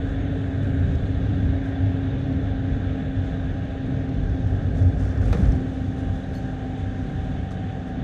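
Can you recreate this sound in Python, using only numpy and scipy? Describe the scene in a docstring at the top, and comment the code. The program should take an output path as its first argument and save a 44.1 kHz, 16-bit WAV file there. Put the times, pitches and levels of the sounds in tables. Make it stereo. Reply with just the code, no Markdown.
"""Inside a slowing bus

A bus rolls along a quiet road, losing speed, heard by a phone held near a side window. Road roughness booms in
the body as shaped noise, bumps jolt it as short unsteady tones, and the driveline hums on multiples of the shaft
rate. Tyres and air roar as flickering noise with panels resonating in it, under a steady hiss. Trim ticks, rustles
and squeaks; a loose object knocks and bounces, and a metal fitting chatters, both as struck modes and noise.
"""
import sys
import numpy as np
from scipy import signal
from scipy.fft import rfft, irfft, next_fast_len
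from scipy.io import wavfile

SR = 44100
rng = np.random.default_rng(int(sys.argv[2]) if len(sys.argv) > 2 else 0)


def int16_out(signal):
    """Quantize to a 16-bit WAV file."""
    q = np.round(np.clip(np.atleast_2d(signal).T, -1, 1) * 32767)
    wavfile.write(sys.argv[1], SR, q.astype(np.int16))


N = 354123
M = next_fast_len(N)
FREQ = np.arange(M // 2 + 1) * SR / M
TIME = np.arange(N) / SR
AFTER = np.arange(SR // 3) / SR  # time since a blow, s
PORT_LAG_S = 24 / 44100  # sound reaches the left microphone port this much later
TRIM_LEAD_S = 23 / 44100  # ticks and knocks reach the left port this much earlier


def undb(db):
    """Gain of a level in dB."""
    return 10 ** (np.asarray(db) / 20)


def columns(table):
    """Curve rows joined by straight lines over time, one array a column."""
    s, *cols = np.transpose(table)
    return [np.interp(TIME, s, c) for c in cols]


def unit(x):
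    """Scale so that the mean of both channels has rms 1."""
    return x / np.sqrt(np.mean(x.mean(axis=0) ** 2))


def power(spectrum):
    """Energy of the mean of both channels."""
    return np.sum(np.abs(spectrum.mean(axis=0)) ** 2)


def walk(rate):
    """Random levels of spread 1 met every 1 / rate s and joined smoothly."""
    knots = rng.standard_normal(int(N / SR * rate) + 3)
    k, part = np.divmod(TIME * rate, 1)
    k = k.astype(int)
    ease = (1 - np.cos(np.pi * part)) / 2
    return knots[k] * (1 - ease) + knots[k + 1] * ease


def noise(grain_db=0., size=100):
    """Spectra of two unrelated noises; grain makes their shared level jump every `size` samples."""
    level_db = grain_db * rng.standard_normal(M // size + 1)
    return rfft(rng.standard_normal((2, M)) * undb(level_db).repeat(size)[:M])


def field(colour, lag_s, drive):
    """Coloured noise at both ports: the left hears the right's sound delayed, mixed with sound of its own."""
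    hz, *cols = np.transpose(colour)
    db, pan_db, like, turn = (np.interp(np.log(FREQ + 1), np.log(hz), c) for c in cols)
    like = np.clip(like, 0, 1)
    shared, own = drive
    gain = undb(db) * (FREQ > hz[0]) * (FREQ < hz[-1])
    late = shared * np.exp(-1j * (2 * np.pi * FREQ * lag_s + turn))
    left = undb(pan_db) * (np.sqrt(like) * late + np.sqrt(1 - like) * own)
    return gain * np.array([left, shared])


def flicker(spectrum, lo_hz, count, slow_db, quick_db, rate, tilt_db=0.):
    """Half-octave bands, each wandering slowly and quickly on its own; tilt is in dB per octave."""
    out = 0
    for octave in np.arange(count) / 2:
        band = np.cos(np.pi * np.clip(np.log2(FREQ / lo_hz + 1e-9) - octave, -.5, .5)) ** 2
        # the tilt turns a quarter octave above the middle band
        db = slow_db * walk(1) + quick_db * walk(rate) + tilt_db * (octave - count / 4)
        out = out + irfft(spectrum * band, M)[:, :N] * undb(db)
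    return unit(out)


def ring(hz, t60):
    """A dying sine that takes about a cycle to build up."""
    decay = np.exp(-np.log(1000) * AFTER / t60)
    return np.sin(2 * np.pi * hz * AFTER) * decay * (1 - np.exp(-AFTER * hz))


def clatter(hz, width, t60):
    """A dying burst of noise around one pitch, partly different at the two ports."""
    band = signal.butter(2, [hz - width / 2, hz + width / 2], "band", fs=SR, output="sos")
    both, apart = signal.sosfilt(band, rng.standard_normal((2, len(AFTER))))
    sides = np.array([both + 0.88 * apart, both - 0.78 * apart]) / (2 * both.std())
    return sides * np.exp(-np.log(1000) * AFTER / t60)


def add(out, s, sound, pan_db, lead_s=0):
    """Place a short sound at both ports; with a lead the left is early and their mean keeps the sound's peak."""
    pair = undb([[pan_db / 2], [-pan_db / 2]]) * sound
    pair[1] = np.roll(pair[1], round(lead_s * SR))
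    if lead_s:
        pair *= np.abs(sound).max() / np.abs(pair.mean(axis=0)).max()
    i = int((s - lead_s) * SR)
    out[:, i:i + pair.shape[1]] += pair[:, :N - i]


def road():
    """The rough surface shakes floor, sides and roof, each booming in its own range."""
    # roughness of the surface: start_s, roughness_db
    roughness = [(0, -24.5), (.35, -30.5), (1, -21.5), (1.5, -26.5), (2, -28), (3, -30), (3.7, -30),
                 (4.3, -25), (4.7, -23), (5.05, -25), (5.55, -21), (5.66, -28.5), (6, -30.5), (6.5, -33.5),
                 (7.2, -31), (8.03, -35)]
    # booms of floor, sides and roof, each: pitch_hz, right_db_per_hz (relative), left_minus_right_db,
    # likeness (0-1), left_lag_rad (beyond the port spacing)
    floor_boom = [(15, -42, 1, .95, 0.0059), (30.2, -14.5, 0, 1, 0), (44.8, -7, -2, 0.87, 0),
                  (65.6, 0.5, 0, 0.6, 0.0015), (85, -8, -1.5, 0.2, 0), (99, -30.5, 2, 0.3, 0.0031)]
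    side_boom = [(65.4, -23.5, 0, 0.3, 0.0031), (77.6, -6.5, -0.69, 0.24, 0.00023),
                 (97.5, -0.5, -0.097, 0.17, 0), (111.7, -8, 0.86, 0.77, 0), (143, -27, 0.99, 0.52, 0)]
    roof_rumble = [(111, -28, 3.5, .4, 0.0075), (125.5, -2.5, 5.5, 0.21, 0.012), (147, -1, -5, 0.62, 0.18),
                   (166, -6, 0, 0.99, 0.099), (205.5, -10, -3.5, 0.18, 0.037), (260.3, -3, -7, 0.17, 0.004),
                   (315.8, -14, 4.5, 0.081, 0.19), (317, -20, -1, 0.092, 0.1), (378, -27, -3, .1, 0.024)]
    # answer of floor, sides and roof: level_db (re mean roughness), follow_db_per_db, wander_db
    answers = [(-4, 0.64, 2), (-1.7, 0.94, 2), (-3.5, 0.55, 2.5)]
    mean_db = -28
    rough_db, = columns(roughness)
    out = 0
    for colour, (db, follow, wander_db) in zip((floor_boom, side_boom, roof_rumble), answers):
        # the analytic signal gives the envelope of the swing
        swing = np.fft.ifft(field(colour, PORT_LAG_S, noise()), M)[:, :N]
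        # a ringing body swings more evenly than raw noise
        swing = swing / (np.abs(swing).mean(axis=0) + .3 * np.std(swing)) ** .45
        level_db = mean_db + db + follow * (rough_db - mean_db) + wander_db * walk(8)
        out = out + unit(swing.real) * undb(level_db)
    return out


def jolts():
    """Bumps under the wheels throw floor and side panels, each on one low pitch that is never quite steady."""
    # bumps: centre_s, length_s, floor_peak_db, side_peak_db
    bumps = [(0.063, 0.14, -40, -26), (0.546, 0.043, -29, -24), (0.82, 0.089, -31, -21),
             (1.044, 0.036, -17, -15.5), (1.279, 0.11, -38, -16.5), (1.452, 0.046, -19, -17),
             (1.844, 0.12, -42, -21), (2.347, 0.067, -26, -38), (2.666, 0.046, -37, -19.5),
             (2.738, 0.044, -19, -31), (3.195, 0.055, -38, -21.5), (4.178, 0.07, -25, -29),
             (4.857, 0.093, -29, -12.5), (4.923, 0.12, -22.5, -34), (4.694, 0.086, -30, -20.5),
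             (5.176, 0.06, -21, -17.5), (5.276, 0.093, -19, -23), (5.443, 0.049, -15.5, -16),
             (5.495, 0.035, -10, -17.5), (5.342, 0.096, -24, -35), (5.055, 0.11, -23, -35),
             (5.56, 0.037, -21, -19), (6.095, 0.076, -24.5, -24.5), (7.187, 0.099, -39, -25)]
    # ringing of floor and sides: pitch_hz, pitch_wander (share), left_lag_rad, lag_wander_rad
    jolt_tones = [(60, 0.13, 0.2, 0.25), (95.2, 0.0704, 0.3, 0.58)]
    centres, lengths, *peaks = np.transpose(bumps)
    out = 0
    for peaks_db, (hz, wander, lag, lag_wander) in zip(peaks, jolt_tones):
        gain = sum(swell(s, length, db) for s, length, db in zip(centres, lengths, peaks_db))
        phase = 2 * np.pi * (np.cumsum(hz * (1 + wander * walk(14))) / SR + rng.random())
        out = out + gain * np.sin([phase - lag - lag_wander * walk(6), phase])
    return out


def swell(s, length, db):
    """Gain of one jolt centred on s: it rises, holds and falls."""
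    edge_s = 0.018
    inside = np.clip((length / 2 - np.abs(TIME - s)) / edge_s + .5, 0, 1)
    return undb(db) * np.sin(np.pi / 2 * inside) ** 2


def driveline():
    """Engine and driveline hum on multiples (orders) of the shaft rate, wavering in level and a little in phase."""
    # orders with a level curve each: start_s, hum_hz (11 times the shaft rate), then hum_db, order_8_db,
    # order_33_db, order_4_db, order_16_db, order_7_db
    shaft = [(0, 273.2, -33.5, -43.5, -65, -31.5, -48, -49), (1, 271, -32, -39, -65, -34.5, -45, -47.5),
             (2, 268.9, -30, -39.5, -65, -30, -47.5, -44.5), (3, 265.5, -33, -43, -53, -31.5, -54.5, -46.5),
             (4, 264.1, -34, -41.5, -54.5, -34.5, -52, -42.5), (5, 262.8, -33, -42.5, -56.5, -33, -60, -45),
             (5.4, 262.2, -37.5, -36.5, -61, -39, -57, -42),
             (5.52, 260.7, -30.5, -42.5, -51, -33.5, -52, -49),
             (6.2, 259.4, -35, -38.5, -47, -41.5, -58, -51), (7, 256.7, -37, -41.5, -47.5, -38, -55, -49),
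             (8.03, 254.1, -40, -34.5, -46.5, -46, -59, -47)]
    # stereo of those six, in that order: left_minus_right_db, left_lag_rad
    curve_sides = [(-6, 0.24), (3, 2), (-7.5, 3.5), (3, 0.1), (-3.5, 2), (2, 1.3)]
    # level waver of those six: waver_db
    curve_waver = [1.9, 2.2, .6, 2, 1.1, 2]
    # orders whose level changes evenly: order, start_db, change_db_per_s, left_minus_right_db, left_lag_rad
    even = [(1.992, -42, 0, -1, 0.05), (6.04, -42, 0, 3.5, 0.55), (12, -45.5, 0, 5, 1.0),
            (23.18, -51.5, -1.5, -10, 2.9), (27.62, -56.5, -1, -4.5, 3.5)]
    even_waver_db = 2
    hum_hz, *curves_db = columns(shaft)
    turns = 2 * np.pi * np.cumsum(hum_hz / 11) / SR
    lines = [(order, db, waver_db, *side)
             for order, db, waver_db, side in zip((11, 8, 33, 4, 16, 7), curves_db, curve_waver, curve_sides)]
    lines += [(order, db + slope_db * TIME, even_waver_db, *side) for order, db, slope_db, *side in even]
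    out = 0
    for order, db, waver_db, pan_db, lag in lines:
        phase = order * turns + 2 * np.pi * rng.random() + 0.42 * walk(5)
        sides = np.array([undb(pan_db / 2) * np.sin(phase - lag), undb(-pan_db / 2) * np.sin(phase)])
        out = out + unit(sides) * undb(db + waver_db * walk(7))
    return out


def roar():
    """Tyre and air noise comes through the cabin, with panel resonances singing in it."""
    # course of the roar: start_s, level_db, brightness_db_per_octave
    course = [(0, -39, 1), (.8, -39, 1.24), (2, -39, 1.5), (3, -39, 1.9), (3.8, -39.5, 1.2),
              (4.3, -40, 0.5), (4.9, -40.5, -0.95), (5.4, -38.5, -0.6), (5.8, -40.5, 1), (7, -40.5, 1.04),
              (8.03, -40.5, 1)]
    # cabin colour: pitch_hz, right_db_per_hz (relative), left_minus_right_db, likeness (0-1),
    # left_lag_rad (beyond the port spacing)
    cabin = [(266, -30.5, -8, .2, 0), (340.5, 1, -4, 0.36, 1.1), (390, 2.5, -9.5, 0.41, 0.52),
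             (513, 2, -6, 0.2, 0.72), (594, 2, -8, 0.5, 1.5), (793, 0.5, -5, 0.81, 0.89),
             (899, -13.5, -4, 0.27, 0.5), (970, -20.5, 5, .2, 0.72), (1330, -15.5, -5.5, 0.11, 0.15),
             (1780, -15.5, -1.5, 0.14, -0.93), (2020, -24, -0.5, 0.054, 0.55),
             (2966, -22.5, -1.5, 0.11, -0.92), (3930, -35.5, -2.5, 0.21, 0.54), (4500, -42.5, 4, .3, 0.55)]
    # panels: pitch_hz, width_hz (at half amplitude), level_db (re cabin noise), left_minus_right_db,
    # left_lag_rad (beyond the port spacing)
    panels = [(440.5, 20, -9, -14, 1.2), (579.6, 18, -17, -1, 2), (675.3, 21, -13, -10.5, 0.22),
              (1300, 51, -29, -5.5, 0), (1607, 314, -14.5, -8.5, -0.52), (1604, 90, -25, -7, -0.2),
              (1779, 110, -25.5, -6, -0.51), (2145, 37, -29.5, -2, -0.19), (2240, 65, -28.5, -6.5, -0.078),
              (3080, 44, -29.5, -2.5, 0.6), (3458, 110, -22.5, -2.5, -0.14), (3550, 70, -30.5, -3, -0.2),
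              (3753, 140, -26, -1, 0.19), (3900, 91, -36.5, 2, 0), (4080, 82, -35.5, -4, -0.77)]
    # the low panels quieten as speed falls
    fade_below_hz, fade_start_s, fade_length_s, fade_db = 700, 4.5, 1, -5
    level_db, tilt_db = columns(course)
    broad = field(cabin, PORT_LAG_S, noise())
    # grit on the road makes the drive of the panels a little grainy; same columns as the cabin colour
    grit_colour = [(200, 0.0016, 0.0016, 0.76, 0.0016), (6000, 0.0029, 0.0079, 0.82, 0.0044)]
    grit = field(grit_colour, PORT_LAG_S, noise(grain_db=2.0))
    total = broad / np.sqrt(power(broad))
    low = np.zeros_like(broad)
    for hz, width, db, pan_db, turn in panels:
        near = np.abs(FREQ - hz) < 4 * width
        resonance = 1 / (1 + 1j * (FREQ[near] - hz) / (width / 2)) ** 2
        sides = np.array([[undb(pan_db) * np.exp(-1j * turn)], [1]])
        song = grit[:, near] * resonance * sides
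        target = low if hz < fade_below_hz else total
        target[:, near] += song * undb(db) / np.sqrt(power(song))
    fade = undb(fade_db * np.clip((TIME - fade_start_s) / fade_length_s, 0, 1))
    fading = unit(irfft(low, M)[:, :N]) * np.sqrt(power(low)) * fade
    steady = flicker(total, 271, count=9, slow_db=-0.7, quick_db=1.05, rate=10, tilt_db=tilt_db)
    return (steady + fading) * undb(level_db)


def knocks():
    """A loose object knocks and bounces on a panel, ringing its modes and setting loose parts buzzing."""
    # blows: start_s, ring_peak_db (before buzz is mixed in), hardness (0-1)
    blows = [(5.322, -38, 0.5), (5.3275, -27.5, 0.95), (5.347, -17, 0.14), (5.395, -14, 0.08),
             (5.3299, -24.5, 0.47), (5.342, -31, .5), (5.356, -34, .45), (5.369, -33, .45),
             (5.431, -40, .6), (5.456, -35, 0.6), (5.47, -38, .45), (5.526, -35, .45)]
    # panel modes: pitch_hz, level_db (relative), t60_s
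    panel_modes = [(188.2, 0, 0.073), (300, -10, 0.089), (485, -1.5, 0.1), (820, -9, 0.074),
                   (1310, -6, 0.03), (1870, -8, 0.023), (2500, -6.5, .015), (3400, -14, 0.0089),
                   (4940, -2, 0.005), (6230, -8, 0.011), (8100, -3, 0.0045), (10500, -22, .004),
                   (12800, -2, 0.0055)]
    # loose parts: pitch_hz, width_hz, level_db (re ring, before hardness), t60_s
    loose_parts = [(600, 560, 0.5, 0.093), (1290, 780, -7.5, 0.36), (2320, 1000, -9.5, 0.1),
                   (3940, 1500, -11, 0.078), (6200, 950, -21.5, 0.11), (10500, 5000, -24, 0.044)]
    out = np.zeros((2, N))
    for s, db, hard in blows:
        # a softer contact pushes longer and leaves the high modes quiet
        corner_hz = 9000 * hard ** 1.4
        body = sum(undb(g) * ring(hz, t60) / (1 + (hz / corner_hz) ** 4) for hz, g, t60 in panel_modes)
        # a hard one also sets nearby loose parts buzzing
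        buzz = sum(undb(g) * clatter(hz, width, t60) for hz, width, g, t60 in loose_parts)
        add(out, s, undb(db) * (body / np.abs(body).max() + hard ** 2 * buzz), -4.5, TRIM_LEAD_S)
    return out


def ticks():
    """Trim ticks: each blow catches the modes a little differently, strongest near one pitch."""
    # blows: start_s, peak_db, pitch_hz (the one that stands out)
    blows = [(0.0932, -51, 5280), (0.6325, -51, 6470), (0.6799, -54, 4550), (0.8006, -54, 4440),
             (0.9204, -54, 5090), (0.9547, -45, 5390), (2.3284, -56, 4440), (3.249, -52, 4490),
             (3.6924, -53, 4656), (4.0926, -49, 4750), (4.1445, -47, 4500), (4.2976, -49, 5690),
             (4.4737, -47, 5028), (4.6284, -54, 4930), (4.6892, -53, 4450), (4.7573, -53, 5420),
             (4.8244, -51, 4402), (4.8293, -48, 5640), (4.8704, -52, 4570), (4.8894, -52, 4900),
             (4.9955, -47, 5010), (5.0074, -50, 6580), (5.0384, -50, 6300), (5.0536, -49, 6970),
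             (5.0709, -49, 5410), (5.0934, -51, 4740), (5.1123, -49, 4530), (5.1244, -51, 6300),
             (5.1766, -44, 5570), (5.2594, -47, 5030), (5.3496, -43, 5050), (5.3714, -43, 4990),
             (5.4184, -48, 5770), (5.4364, -45, 5220), (5.4564, -46, 4550), (5.4874, -43, 5810),
             (5.5218, -39, 5500), (5.5623, -50, 4410), (5.6054, -53, 6320), (5.6141, -53, 5970),
             (5.7339, -51, 6060), (6.0114, -50, 5600), (7.5088, -50, 6543)]
    # trim modes: pitch_hz, level_db (relative), t60_s
    trim_modes = [(4600, 3, 0.005), (5340, 2.5, 0.007), (5900, 0.5, 0.006), (6500, 0, .006),
                  (7200, -7.5, .005), (8600, -17, .004), (11500, -20, .004)]
    focus_db, scatter_db = 20.5, 0.5  # focus: dB lost per octave away from the pitch
    out = np.zeros((2, N))
    for s, peak_db, pitch_hz in blows:
        sound = 0
        for (hz, db, t60), (u, v) in zip(trim_modes, rng.standard_normal((len(trim_modes), 2))):
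            mode_db = db + scatter_db * u - focus_db * abs(np.log2(hz / pitch_hz))
            sound = sound + undb(mode_db) * ring(hz * (1 + 0.027 * v), t60)
        add(out, s, undb(peak_db) * sound / np.abs(sound).max(), -6.5, TRIM_LEAD_S)
    return out


def chinks():
    """A metal fitting chatters: each contact rings its modes, roughened by noise, over a broad scrape."""
    # contacts: start_s, gain_db
    contacts = [(6.341, -62), (6.351, -52), (6.361, -56), (6.371, -54), (6.381, -60)]
    # fitting modes: pitch_hz, level_db (relative), t60_s
    fitting_modes = [(4330, -1, .06), (4700, -8, .05), (6250, -2.5, .05), (7040, -8, 0.0706),
                     (11640, -8, .06), (15150, -19, .05)]
    # scrape: pitch_hz, width_hz, level_db (relative), t60_s
    scrape_bands = [(5000, 2600, 0, .04), (8500, 3500, -9, .04), (12980, 3000, -19, .04)]
    rough_hz = 160  # width of the noise around each mode
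    out = np.zeros((2, N))
    for s, db in contacts:
        sound = sum(undb(g) * clatter(hz, width, t60) for hz, width, g, t60 in scrape_bands)
        for (hz, g, t60), (u, v) in zip(fitting_modes, rng.standard_normal((len(fitting_modes), 2))):
            tone = ring(hz * (1 + .003 * v), t60)
            sound = sound + undb(g + 3.3 * u) * (tone + 1.1 * clatter(hz, rough_hz, t60))
        add(out, s, undb(db) * sound, -2)
    return out


def squeaks():
    """Rubbing trim sings a short, thin, unsteady glide."""
    # glides: start_s, length_s, from_hz, to_hz, level_db
    glides = [(0.165, 0.13, 7100, 5970, -69), (6.222, .03, 3750, 3910, -56)]
    out = np.zeros((2, N))
    for s, length, from_hz, to_hz, db in glides:
        part = np.arange(int(length * SR)) / (length * SR)
        hz = (from_hz + (to_hz - from_hz) * part) * (1 + 0.011 * walk(150)[:len(part)])
        gain = undb(db + 2.8 * walk(90)[:len(part)]) * np.sin(np.pi * part)
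        add(out, s, gain * np.sin(2 * np.pi * np.cumsum(hz) / SR), -3)
    return out


def rustle():
    """Loose trim rustles as grainy noise, brought up when the body is shaken."""
    # rustle colour: pitch_hz, right_db_per_hz (relative), left_minus_right_db, likeness (0-1), left_lag_rad
    colour = [(800, -10, 2, .3, 0.0055), (1200, 17, 0.5, .3, 0.004), (2500, 5.5, 0.5, 0.4, 0.0073),
              (4500, -0.5, 1, 0.4, 0.00036), (6400, 5, -8, 0.4, 0.008), (8040, -3, -3, 0.4, 0.0057),
              (9500, -8.5, 2.5, .9, 0.0018), (11100, -16, -1, 0.92, 0.0052), (14000, -23, 1, 0.97, 0.0032),
              (15500, -42.5, 1.5, 0.91, 0.0042)]
    spectrum = field(colour, 0, noise(grain_db=1.5, size=200))
    # levels are those of the part above 7.5 kHz
    treble_share = power(spectrum[:, FREQ > 7500]) / power(spectrum)
    return unit(irfft(spectrum, M)[:, :N]) / np.sqrt(treble_share) * shaking()


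def shaking():
    """Gain of the rustle: restless all along, and each shake rises fast, holds and dies away."""
    # resting rustle: start_s, level_db (above 7.5 kHz)
    resting = [(0, -85), (1.3, -80), (2, -89), (4.4, -83), (5.0, -74.5), (5.6, -79), (6.4, -76),
               (6.65, -84), (7.1, -77.5), (8.03, -90)]
    # shakes: start_s, length_s, level_db (above 7.5 kHz)
    shakes = [(.06, .1, -80), (.62, .06, -75), (1.631, .08, -74.5), (2.177, .04, -77), (2.311, 0.028, -75),
              (3.24, .07, -76.5), (3.85, .06, -80), (4.471, .05, -78), (4.747, .08, -72),
              (4.985, .13, -69.5), (5.209, 0.25, -67.5), (5.327, 0.28, -68.5), (5.729, 0.079, -76),
              (5.965, 0.061, -72), (6.134, .06, -73), (6.33, 0.047, -70), (6.769, .04, -75),
              (7.237, 0.012, -75), (7.502, 0.03, -68.5), (7.682, 0.045, -81), (7.86, 0.049, -76)]
    attack_s, release_s, wander_db = 0.009, 0.014, -1
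    gain = undb(columns(resting)[0] + wander_db * walk(11))
    for s, length, db in shakes:
        rise = np.clip((TIME - s) / attack_s, 0, 1)
        # half the length delays the fall, and half slows it
        fall = np.exp(-np.clip(TIME - s - length / 2, 0, None) / (release_s + length / 2))
        gain = np.hypot(gain, undb(db) * rise * fall)
    return gain


def hiss():
    """Air hisses at the window as a faint, gently flickering treble noise."""
    # air colour: pitch_hz, right_db_per_hz (relative), left_minus_right_db, likeness (0-1), left_lag_rad
    colour = [(3630, -22, 0.5, .3, 0.0035), (4260, 3, 0, .4, 0.0038), (5270, -2, -0.5, .2, 0.0033),
              (6460, 2.5, -6.5, 0.36, 0.0075), (7460, -7, -3.5, .3, 0.0024), (9050, -16, 0.5, 0.3, 0.0012),
              (9740, -18.5, 0, 0.89, 0.0033), (11000, -40, -3.5, 0.94, 0.0039),
              (15500, -35, 2, 0.94, 0.0043)]
    air = field(colour, 0, noise())
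    return flicker(air, 4000, count=5, slow_db=0.7, quick_db=1.5, rate=11) * undb(-66.5)


def scene():
    """Everything heard in the cabin."""
    body = road() + jolts() + driveline() + roar()
    small_things = knocks() + ticks() + chinks() + squeaks()
    return body + small_things + rustle() + hiss()


def record(dry):
    """The phone cuts the top with a steep low-pass; the sound comes in over 2 ms."""
    top_hz = 15570
    cut = signal.ellip(8, .2, 70, top_hz, fs=SR, output="sos")
    return signal.sosfilt(cut, dry * np.clip(TIME / .002, 0, 1))


dry = scene()
out = record(dry)
int16_out(out)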